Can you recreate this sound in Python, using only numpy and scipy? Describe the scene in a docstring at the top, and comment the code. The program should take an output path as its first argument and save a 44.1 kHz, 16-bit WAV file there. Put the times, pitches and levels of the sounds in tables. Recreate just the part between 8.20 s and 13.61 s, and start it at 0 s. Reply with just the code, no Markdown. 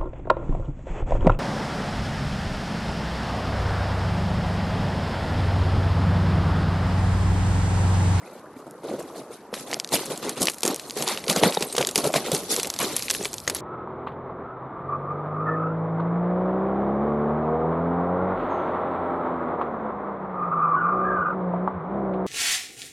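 """Boots on beach stones

A person in wading boots shifts about, then walks close by across flat, rounded stones; calm water laps faintly.
Boots crunch small pebbles (clouds of short resonant clicks) and load a hollow bed (low resonances, soft thuds).
Larger stones knock (soft resonances), clack (sharp swings plus scatter) and ring (decaying sines).
The shore is patchy noise with short bubble sines; a faint low rumble grows underneath."""
import sys
import numpy as np
from scipy import signal
from scipy.fft import rfft, irfft, next_fast_len
from scipy.io import wavfile
from scipy.ndimage import uniform_filter1d

SR = 44100
rng = np.random.default_rng(int(sys.argv[2]) if len(sys.argv) > 2 else 0)


def digitize_waveform(pressure):
    """Quantize a signal to 16-bit integers and store it at the path in sys.argv[1].

    Rows of a 2-D input are taken as channels; values are limited to [-1, 1].
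    """
    field = np.atleast_2d(pressure).T
    bounded = np.clip(field, -1, 1)
    quanta = np.round(bounded * 32767).astype(np.int16)
    wavfile.write(sys.argv[1], SR, quanta)


N = 238404

# boot loads or scuffs the pebbles: full_load_s, hold_ms, grit_db, bed_db, fine_to_coarse_db
BOOT_LOADS = [(0.054, 140, -57, -48.5, -4), (0.368, 34, -59, -51, 8), (0.464, 22, -68, -40, 0),
              (0.636, 35, -51, -35, -16), (0.685, 63, -48.5, -32.5, -8), (0.794, 10.4, -44, -35, -3),
              (0.88, 7.9, -55, -47, -15), (0.955, 44, -48.5, -38, -1.5), (1.117, 24, -50, -46, 1),
              (1.343, 65, -41.5, -40, 2), (1.471, 88, -43.5, -39.5, -3), (1.734, 7, -21, -21.5, 1),
              (1.905, 16, -36, -32.5, -3), (2.029, 70, -36.5, -32, -7), (2.174, 7.3, -35, -33, -7),
              (2.211, 22.5, -29.5, -26, 23), (2.455, 56, -33.5, -29.5, -2.5), (2.771, 67, -34.5, -32, 0),
              (2.873, 55, -28.5, -35, -5.5), (3.095, 17.6, -24, -23.5, -3.5), (3.159, 25, -29, -27, -2),
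              (3.232, 35, -24.5, -21, -6), (3.335, 12, -33.5, -56, -1), (3.417, 16, -36, -31.5, -5),
              (3.595, 11.4, -32.5, -25, -4), (3.782, 7.8, -29.5, -26.5, 3), (3.843, 24, -31, -25, 3),
              (3.953, 18, -26, -24.5, -5.5), (4.052, 31, -36, -28.5, -5), (4.131, 36, -30.5, -29.5, 5),
              (4.306, 31, -27, -34.5, 7), (4.383, 5.9, -34.5, -37, 2), (4.453, 14, -48, -36, -8),
              (4.602, 42, -27, -29, -5), (4.681, 63, -38.5, -36.5, -2), (4.758, 100, -38, -50, 10),
              (4.91, 57, -36, -40.5, 11), (5.007, 53, -39, -39.5, 1), (5.138, 17, -56, -42.5, 14),
              (5.291, 17, -44, -33, -20), (5.357, 12, -36, -42.5, 0.5)]
# stone strikes stone: start_s, level_db (rms over 5 ms, before a common trim), contact_pitch_hz,
# scattered_share (limited to 0-1)
STONE_STRIKES = [(0.51, -43.5, 9500, 0.08), (1.34, -27, 2420, 0.76), (1.514, -30, 4330, 0.4),
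                 (1.53, -23.5, 1780, 0.2), (1.536, -27, 5340, 0), (1.543, -22.5, 4860, 0),
                 (1.5994, -21.5, 4770, 0.08), (1.646, -27.5, 4320, 0.04), (1.6752, -37.5, 5160, .1),
                 (1.6903, -35.5, 4630, 0.2), (1.8572, -29, 9300, 0.9), (1.9763, -30, 7800, 0.2),
                 (2.0932, -21.5, 6930, 0.83), (2.219, -18.5, 9000, 0.3), (2.2294, -17, 8800, 0.2),
                 (2.256, -21.5, 9900, 0), (2.271, -16, 3280, 0.3), (2.2841, -16, 2200, 0.16),
                 (2.298, -21.5, 7800, 0.8), (2.318, -35, 9600, 0.03), (2.337, -36, 10000, 0.2),
                 (2.344, -35, 10000, 0.2), (2.3838, -34, 8300, 0.3), (2.407, -33.5, 8100, .15),
                 (2.4325, -16.5, 4780, 0.67), (2.4514, -19, 5820, 1.03), (2.4623, -21, 8500, 0.2),
                 (2.4779, -17, 6800, 0.4), (2.545, -26.5, 7500, 0.05), (2.561, -27.5, 8450, 0.3),
                 (2.596, -29, 3040, 0.7), (2.698, -32, 4800, 0.1), (2.708, -28.5, 4480, 0.04),
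                 (2.824, -20.5, 6300, 0.55), (2.878, -22, 4300, 0.1), (2.887, -22.5, 5300, 0.05),
                 (2.9744, -25, 2840, 0.36), (3.0405, -32, 2830, 0.5), (3.066, -38, 4230, 0),
                 (3.081, -23, 4080, 0.3), (3.099, -15.5, 4070, 0.36), (3.162, -18.5, 5050, 0.54),
                 (3.235, -15, 3000, 0.35), (3.2368, -22.5, 1720, 0.2), (3.3242, -27.5, 2300, 0.2),
                 (3.344, -30, 4800, 0.5), (3.3485, -26.5, 5200, 0), (3.4085, -28, 7000, 0.4),
                 (3.424, -18.5, 4500, 1.16), (3.526, -29.5, 7700, 0.9), (3.5522, -30, 3000, 0.4),
                 (3.565, -21.5, 4930, 1), (3.5809, -16, 2600, 0.98), (3.612, -19, 2640, 0.6),
                 (3.6267, -21.5, 2420, 0.25), (3.649, -22.5, 3780, 0.04), (3.671, -18, 7140, 0.3),
                 (3.689, -22.5, 4770, 0.8), (3.7119, -29, 7500, 0.2), (3.758, -12, 4840, 0.45),
                 (3.7778, -16, 6600, 0.9), (3.842, -24, 3470, 0.9), (3.8733, -24, 9600, 0.4),
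                 (3.9304, -32, 10000, 0.2), (3.9395, -19.5, 2330, 0.6), (3.9605, -20, 2230, 0.75),
                 (3.9696, -26, 3180, .4), (4.1168, -19.5, 5170, 1), (4.1484, -19, 6300, 0.6),
                 (4.3636, -19.5, 6550, 0.3), (4.398, -21.5, 3950, 0.74), (4.4314, -20.5, 7040, 0.7),
                 (4.4466, -27.5, 2700, 0.4), (4.4553, -30.5, 3500, 0.4), (4.472, -25, 8200, 0.4),
                 (4.5015, -21.5, 5420, 0.24), (4.539, -27.5, 4800, 0.8), (4.563, -30.5, 3820, 0.4),
                 (4.5893, -22, 5960, 0.5), (4.765, -18, 8400, 0.84), (4.781, -33, 3200, 0.4),
                 (4.794, -29, 3500, 0.4), (4.8239, -25.5, 4100, 0.3), (4.883, -25.5, 2740, 0),
                 (4.899, -24, 6100, 0.6), (4.9028, -16.5, 4430, 0.35), (4.9106, -17, 7300, 0.1),
                 (4.9403, -26.5, 7500, 0.4), (4.949, -23.5, 3280, 0.54), (5.028, -32, 6600, 0),
                 (5.0483, -25.5, 6500, 0.2), (5.054, -21.5, 2330, 0.8), (5.1314, -29.5, 6540, 0.2),
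                 (5.1408, -25.5, 7800, 0.26), (5.1824, -30, 4760, 0.3), (5.202, -36, 6500, 0),
                 (5.277, -19.5, 2710, 0.68), (5.2985, -19.5, 6070, 0.63), (5.3485, -23, 8600, 0.26)]


def from_db(db):
    """Decibels to amplitude gain."""
    return 10 ** (np.asarray(db) / 20)


def rms_one(x):
    """Scale to an rms of 1."""
    return x / np.sqrt(np.mean(x ** 2) + 1e-20)


def add(out, start_s, sound):
    """Mix a short sound in at start_s."""
    i = int(np.clip(round(start_s * SR), 0, N - 1))
    out[i:i + len(sound)] += sound[:N - i]


def butter(x, hz, kind, order=2):
    """Causal Butterworth low-, high- or band-pass."""
    sos = signal.butter(order, np.clip(hz, 10, .45 * SR), kind, fs=SR, output="sos")
    return signal.sosfilt(sos, x)


def resonate(x, hz, q):
    """Two-pole resonance with unit gain at its peak."""
    hz = min(hz, .4 * SR)
    b, a = signal.iirpeak(hz, max(q, 3 * hz / SR), fs=SR)
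    return signal.lfilter(b, a, x + 1e-18)  # offset avoids denormals


def coloured(x, spectrum):
    """Impose a long-term spectrum but keep the grain; rms 1."""
    hz, db = np.transpose(spectrum)
    bins = rfft(x)
    bin_hz = np.maximum(np.fft.rfftfreq(N, 1 / SR), 1)
    own = np.sqrt(uniform_filter1d(np.abs(bins) ** 2, size=401) + 1e-9)
    target_db = np.interp(np.log(bin_hz), np.log(hz), db, left=-70)
    return rms_one(irfft(bins / own * from_db(target_db), N))


def patchy(x, depth_db, per_s, span_hz, count=14):
    """Each band swells and fades by itself, as pebbles or ripples take turns; rms 1."""
    size = next_fast_len(N, True)
    bins = rfft(x, size)
    place = np.interp(np.fft.rfftfreq(size, 1 / SR), span_hz, [0, 1]) ** .7 * (count - 1)
    swells = rng.standard_normal((count, 1000))
    at = np.arange(N) / SR * per_s
    out = np.zeros(N)
    for k, swell in enumerate(swells):
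        band = irfft(bins * np.maximum(1 - np.abs(place - k), 0), size)[:N]
        out += band * from_db(depth_db * np.interp(at, np.arange(len(swell)), swell))
    return rms_one(out)


def grains(per_s, spread_db, low_hz, high_hz, q, count=20):
    """Random contacts of uneven strength, each ringing at one of count stone pitches; rms 1."""
    sizes = from_db(spread_db * np.minimum(rng.exponential(1, N), 4)) * rng.choice([-1, 1], N)
    clicks = sizes * (rng.random(N) < per_s / SR)
    dealt = rng.integers(0, count, N)
    out = np.zeros(N)
    for k, hz in enumerate(np.geomspace(low_hz, high_hz, count)):
        out += resonate(clicks * (dealt == k), hz, q) / np.sqrt(hz)
    return rms_one(out)


def rumble():
    """Low band of noise whose level grows steadily in dB."""
    start_db, growth_db_per_s = -78, 5.5
    level_db = start_db + growth_db_per_s * np.arange(N) / SR
    return from_db(level_db) * rms_one(butter(rng.standard_normal(N), [65, 220], "band"))


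def shore(count=30, size=2200):
    """Ripples wash as patchy noise; small bubbles ring as decaying sines in bursts of three."""
    # relative spectrum of the wash: freq_hz, density_db_per_hz
    wash_spectrum = [(25, -14), (80, -10), (160, -2), (280, 2), (500, 0), (1200, -1), (2100, -13),
                     (3000, -22.5), (11000, -47), (15000, -34)]
    # bubble bursts at the water's edge: start_s, centre_pitch_hz, peak_db
    bursts = [(0.028, 1900, -43), (0.056, 2160, -43), (0.232, 1020, -40), (0.25, 1600, -41),
              (0.39, 1300, -40), (0.415, 1130, -40), (0.893, 1030, -36)]
    wash_db = -49.5
    bubble_t60_s, attack_s = 0.023, 0.00092
    burst_s, burst_octaves = 0.022, 0.24  # longest delay; pitch spread either way
    wash = patchy(rng.standard_normal(N), depth_db=3.5, per_s=24, span_hz=[150, 2500])
    out = from_db(wash_db) * coloured(wash, wash_spectrum)
    t = np.arange(size) / SR
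    # fainter bursts within the first 1.3 s, crowded towards the start
    faint = [(1.3 * when ** 2, 700 * 3 ** pitch, -42 - 6 * pitch - 12 * weakness)
             for when, pitch, weakness in rng.random((count, 3))]
    plip = np.minimum(t / attack_s, 1) * from_db(-60 * t / bubble_t60_s)
    for start_s, hz, db in bursts + faint:
        for late, small in rng.random(size=(3, 2)):
            bubble_hz = hz * 2 ** (burst_octaves * (2 * small - 1))
            bubble = from_db(db) * plip * np.sin(2 * np.pi * bubble_hz * t)
            add(out, start_s + burst_s * late, bubble)
    return out


def thuds(swell_ms=5.5, size=4500):
    """The hollow bed gives under the boot: a low sine swells, then dies within a few cycles."""
    # weight lands on the bed: start_s, pitch_hz, peak_envelope_db
    landings = [(1.33, 214, -33.5), (1.734, 195, -35), (2.071, 194, -32), (2.445, 230, -30),
                (3.103, 195, -25.5), (3.166, 185, -23), (3.222, 202, -20), (3.257, 186, -16),
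                (3.373, 179, -30.5), (3.425, 163, -30.5), (3.776, 180, -26.5), (3.866, 169, -27),
                (3.962, 171, -27), (4.128, 156, -22.5), (4.638, 210, -29.5), (4.998, 197, -33),
                (5.279, 172, -34)]
    out, t = np.zeros(N), np.arange(size) / SR
    age = 1000 * t / swell_ms
    for start_s, hz, db in landings:
        add(out, start_s, from_db(db) * age * np.exp(1 - age) * np.sin(2 * np.pi * hz * t))
    return out


def knocks(rattle_t60_s=0.014, rattle_gain=0.075, soft_ratio=2.4, trim_db=-4.0, size=3600):
    """A big stone rocks and seats itself: soft contact and brief rattle drive its resonance."""
    # rocking stones: start_s, level_db (rms over 10 ms, before trim_db), pitch_hz, resonance_q
    rocking = [(0.364, -32, 258, 6.1), (0.697, -27, 333, 11), (0.738, -24, 296, 3.2), (0.805, -33, 700, 3),
               (1.105, -30.5, 427, 9), (1.328, -25.5, 467, 5.7), (1.339, -31.5, 1300, 2.6),
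               (1.5293, -24, 950, 1.9), (1.567, -31, 620, 8), (1.722, -26.5, 597, 3),
               (1.809, -29, 389, 6.4), (1.916, -25.5, 505, 4.2), (2.073, -24, 430, 5),
               (2.282, -24, 590, 0.91), (2.433, -25, 480, 4), (2.452, -18.5, 382, 5.3),
               (2.476, -19, 352, 6.3), (2.533, -28.5, 400, 9), (2.766, -24.5, 414, 9.6),
               (2.912, -26.5, 517, 4.5), (3.072, -24, 440, 9), (3.161, -18, 523, 3.7),
               (3.215, -22.5, 474, 6.4), (3.228, -11.5, 328, 7), (3.236, -10, 496, 2.1),
               (3.248, -21.5, 740, 5.2), (3.26, -20, 323, 4.6), (3.296, -25, 600, 8.2),
               (3.37, -20, 810, 8.5), (3.372, -17, 450, 3.9), (3.409, -22, 410, 4.7),
               (3.549, -25.5, 450, 2.8), (3.579, -16.5, 490, 12), (3.608, -17, 546, 12),
               (3.682, -28.5, 395, 16), (3.76, -24.5, 413, 8.4), (3.852, -19, 564, 5.6),
               (3.871, -21, 450, 6.1), (3.902, -24, 620, 4.6), (3.941, -17, 540, 1.7), (3.959, -16, 660, 8),
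               (4.117, -19, 529, 9.9), (4.307, -27, 436, 7), (4.324, -25.5, 450, 9.5), (4.377, -26, 477, 7),
               (4.387, -23, 400, 5.3), (4.445, -34, 431, 6.4), (4.661, -26.5, 390, 8),
               (4.994, -33, 420, 6.7), (5.011, -25, 385, 6.8), (5.055, -29.5, 410, 6),
               (5.276, -27.5, 570, 1.7), (5.299, -27, 900, 2.3)]
    out, t = np.zeros(N), np.arange(size) / SR
    noises = rng.standard_normal((len(rocking), size))
    for (start_s, db, hz, q), noise in zip(rocking, noises):
        push = 1. * (t == 0) + rattle_gain * noise * from_db(-60 * t / rattle_t60_s)
        band_hz = [110, max(soft_ratio * hz, 200)]
        knock = rms_one(butter(resonate(push, hz, q), band_hz, "band", order=3))
        add(out, start_s, from_db(db + trim_db) * knock * np.sqrt(.01 * SR / size))
    return out


def pings(count=5):
    """Flat stones set ringing at random while the sole presses; rows: start_s, hz, peak_db, t60_s."""
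    ping_to_grit_db, t60_s, low_hz, high_hz = -1, 0.035, 3000, 11020
    chances = rng.random((len(BOOT_LOADS), count, 2))
    rows = []
    for (start_s, hold_ms, grit_db, *_), stones in zip(BOOT_LOADS, chances):
        for when, small in stones:
            hz = low_hz * (high_hz / low_hz) ** small
            rows.append((start_s + when * hold_ms / 1000, hz, grit_db + ping_to_grit_db, t60_s))
    return rows


def rings(size=6000):
    """Bending modes of thin, loosely lying stones: exponentially decaying sines."""
    # thin stones that ring on: start_s, pitch_hz, peak_db, t60_s
    thin_stones = [(3.467, 8160, -37, 0.17), (3.467, 10700, -34, 0.079), (3.526, 8570, -21.5, 0.03),
                   (3.527, 11000, -40, .05), (3.373, 3760, -15, 0.017), (3.757, 10430, -13, 0.019),
                   (4.765, 10500, -12.5, 0.02), (5.038, 7750, -23, 0.023), (5.278, 2080, -13, 0.0096),
                   (5.278, 4160, -25, 0.011), (5.278, 6460, -18, 0.03), (5.349, 11200, -21, 0.033)]
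    out, t = np.zeros(N), np.arange(size) / SR
    for start_s, hz, db, t60_s in thin_stones + pings():
        add(out, start_s, from_db(db - 60 * t / t60_s) * np.sin(2 * np.pi * hz * t))
    return out


def grazes():
    """Light, fully scattered touch just before each listed strike; rows as in STONE_STRIKES."""
    longest_lead_s, graze_to_clack_db = 0.013, -20.5
    leads = rng.uniform(0.49, 1, len(STONE_STRIKES))
    return [(start_s - longest_lead_s * lead, db + graze_to_clack_db, hz, 1)
            for (start_s, db, hz, _), lead in zip(STONE_STRIKES, leads)]


def tipped_stones(count=2):
    """Each crunch tips stones that clack afterwards; the later, the softer and cleaner."""
    latest_s, tip_to_grit_db, latest_loss_db = 0.14, 3.5, 18
    low_hz, high_hz = 2540, 9850
    chances = rng.random((len(BOOT_LOADS), count, 2))
    rows = []  # as in STONE_STRIKES
    for (start_s, _, grit_db, *_), stones in zip(BOOT_LOADS, chances):
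        for late, small in stones:
            db = grit_db + tip_to_grit_db - latest_loss_db * late
            hz = low_hz * (high_hz / low_hz) ** small
            rows.append((start_s + latest_s * late, db, hz, 1 - late))
    return rows


def clacks(scatter_t60_s=0.026, q=0.98, tail_db=-18, tail_t60_s=0.11, mode_db=-6, mode_t60_s=0.016,
           trim_db=-1.16, size=2200, count=3):
    """Sharp contact swing with two bounces, dull stone recoil, brief modes and scattered reflections."""
    body_to_clack_db, body_hz = -17, 1090
    out, t = np.zeros(N), np.arange(size) / SR
    around = from_db(-60 * t / scatter_t60_s) + from_db(tail_db - 60 * t / tail_t60_s)
    around *= t > .0004  # reflections arrive after the contact
    strikes = STONE_STRIKES + grazes() + tipped_stones()
    noises = rng.standard_normal((len(strikes), size))
    ratios = 2 ** rng.uniform(-0.76, 0.598, (len(strikes), count))
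    bounces_s = rng.uniform([.00015, .0006], [.0006, .0014], (len(strikes), 2))
    for (start_s, db, hz, share), noise, ratio, bounce_s in zip(strikes, noises, ratios, bounces_s):
        share = np.clip(share, 0, 1)
        contact = 1. * (t == 0)
        add(contact, bounce_s[0], [.65])
        add(contact, bounce_s[1], [-.4])
        direct = rms_one(resonate(resonate(contact, hz, q), hz, q))
        mode_sines = np.sin(2 * np.pi * hz * ratio[:, None] * t).sum(0)
        modes = rms_one(mode_sines * from_db(-60 * t / mode_t60_s))
        reflections = rms_one(resonate(noise * around, hz, 0.37))
        scattered = rms_one(reflections + from_db(mode_db) * modes)
        body = rms_one(butter(resonate(contact, body_hz, 2.1), 2 * body_hz, "low"))
        clack = np.sqrt(1 - share) * direct + np.sqrt(share) * scattered
        clack += from_db(body_to_clack_db) * body
        add(out, start_s, from_db(db + trim_db) * clack * np.sqrt(.005 * SR / size))
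    return out


def footwork():
    """Coarse, fine and bed strength over time: creep plus touch, swell, hold, release and settling."""
    # pebbles creeping between steps: time_s, grit_db, bed_db
    creep = [(0, -62.5, -48.5), (.3, -70, -48), (.57, -66, -49), (.9, -59, -44.5), (1.3, -70, -49.5),
             (1.55, -63, -46.5), (1.95, -47, -40), (2.36, -56.5, -54), (2.65, -47.5, -45.5),
             (3.02, -48.5, -41), (3.3, -46, -45), (3.5, -44, -43), (3.7, -47, -42), (4.0, -49, -40),
             (4.25, -44, -40), (4.5, -47, -45.5), (4.85, -48, -48), (5.15, -48, -52), (5.4, -54, -48)]
    creep_fine_to_coarse_db = 6
    rise_ms, release_ms = 20, 67  # times per 20 dB, also touch_ms and settle_ms
    touch_db, touch_ms = -25, 30  # sole brushes the stones before full load
    settle_db, settle_ms = -8.5, 200
    bed_stir_db = -2.5  # heavy stones stir less than grit before and after a step
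    t = np.arange(0, N, 16) / SR

    def powers(grit_db, bed_db, bright_db):
        """Split grit power between coarse and fine pebbles; append bed power."""
        fine_share = 1 / (1 + from_db(-bright_db) ** 2)
        grit = from_db(grit_db) ** 2
        return np.array([grit * (1 - fine_share), grit * fine_share, from_db(bed_db) ** 2])

    time_s, grit_db, bed_db = np.transpose(creep)
    power = powers(np.interp(t, time_s, grit_db), np.interp(t, time_s, bed_db), creep_fine_to_coarse_db)
    for start_s, hold_ms, *levels in BOOT_LOADS:
        ms = 1000 * (t - start_s)
        before_ms, after_ms = np.maximum(-ms, 0), np.maximum(ms - hold_ms, 0)
        press_db = -20 * (before_ms / rise_ms + after_ms / release_ms)
        stir_db = np.where(ms < 0, touch_db, settle_db)
        stir_db = stir_db - 20 * (before_ms / touch_ms + after_ms / settle_ms)
        shape_db = np.maximum(press_db, [stir_db, stir_db, stir_db + bed_stir_db])
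        power = power + powers(*levels)[:, None] * from_db(shape_db) ** 2
    return [np.interp(np.arange(N) / SR, t, np.sqrt(p)) for p in power]


def crunch():
    """Small pebbles crackle and chink under the sole while the larger ones below grumble."""
    # relative spectra of pebbles and stone bed: freq_hz, density_db_per_hz
    grit_spectrum = [(700, -1.5), (1100, -0.5), (1600, -6.5), (2100, -3), (3200, -5.5), (4150, -2.5),
                     (5200, -10), (9000, -12), (11700, -8), (13000, -19), (15000, -17.5)]
    bed_spectrum = [(25, -32), (60, -22), (95, -14), (150, -4.5), (250, 0), (350, 1.5), (480, 1.5),
                    (700, -4), (1050, -11), (1500, -17), (2200, -90), (3500, -36.5)]
    coarse, fine, load = footwork()
    ticks = grains(per_s=2800, spread_db=2.8, low_hz=1080, high_hz=14100, q=2.0)
    chinks = grains(per_s=1500, spread_db=2.2, low_hz=1500, high_hz=12000, q=70, count=70)
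    rasp = rng.standard_normal(N)  # sand between the pebbles
    mixed = patchy(ticks + chinks + .45 * rasp, depth_db=3.3, per_s=90, span_hz=[900, 12500])
    grit = coloured(mixed, grit_spectrum)
    split_hz = 5200
    low = rms_one(butter(grit, split_hz, "low", order=3))
    high = rms_one(butter(grit, split_hz, "high", order=3))
    bed_grains = grains(per_s=700, spread_db=1.0, low_hz=132.7, high_hz=1740, q=7, count=28)
    bed = coloured(bed_grains, bed_spectrum)
    # disturbed pebbles drop back one by one; the cap keeps heavier steps from hardening them
    drops = grains(per_s=130, spread_db=1.5, low_hz=1700, high_hz=9500, q=3.5)
    drop_gain = np.minimum(np.hypot(coarse, fine), from_db(-35)) * from_db(-9)
    settling = drop_gain * rms_one(butter(drops, 1300, "high"))
    pebbles = from_db(-0.68) * coarse * low + from_db(2.5) * fine * high
    return pebbles + from_db(0.49) * load * bed + settling


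def widen(spread, centred, low_hz=3200, high_hz=10500):
    """The grit's treble is wide between the channels; clacks sit in the centre."""
    sources = np.array([spread, centred, rng.standard_normal(N)])
    grit, clack, diffuse = butter(sources, [low_hz, high_hz], "band", order=6)
    smooth_power = uniform_filter1d(np.array([grit, clack]) ** 2, size=2600)
    grit_power, clack_power = np.abs(smooth_power) + 1e-12
    width = grit_power / (grit_power + 2 * clack_power)
    grit_envelope = np.sqrt(np.abs(uniform_filter1d(grit ** 2, size=120)))
    side = .85 * width * grit_envelope * rms_one(diffuse)
    return spread + centred + side * [[1], [-1]]


def scene():
    """Stones underfoot over the faint lapping of the shore."""
    spread = shore() + crunch()
    centred = rumble() + thuds() + knocks() + rings() + clacks()
    return widen(spread, centred)


def record(dry, roll_off_hz=12200, cutoff_hz=15500):
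    """The microphone rolls off the highest treble, the largest peaks clip and the top is cut."""
    heard = np.clip(butter(dry, roll_off_hz, "low", order=7), -1, 1)
    sos = signal.ellip(10, .1, 80, cutoff_hz, fs=SR, output="sos")
    return signal.sosfilt(sos, heard)


dry = scene()
out = record(dry)
digitize_waveform(out)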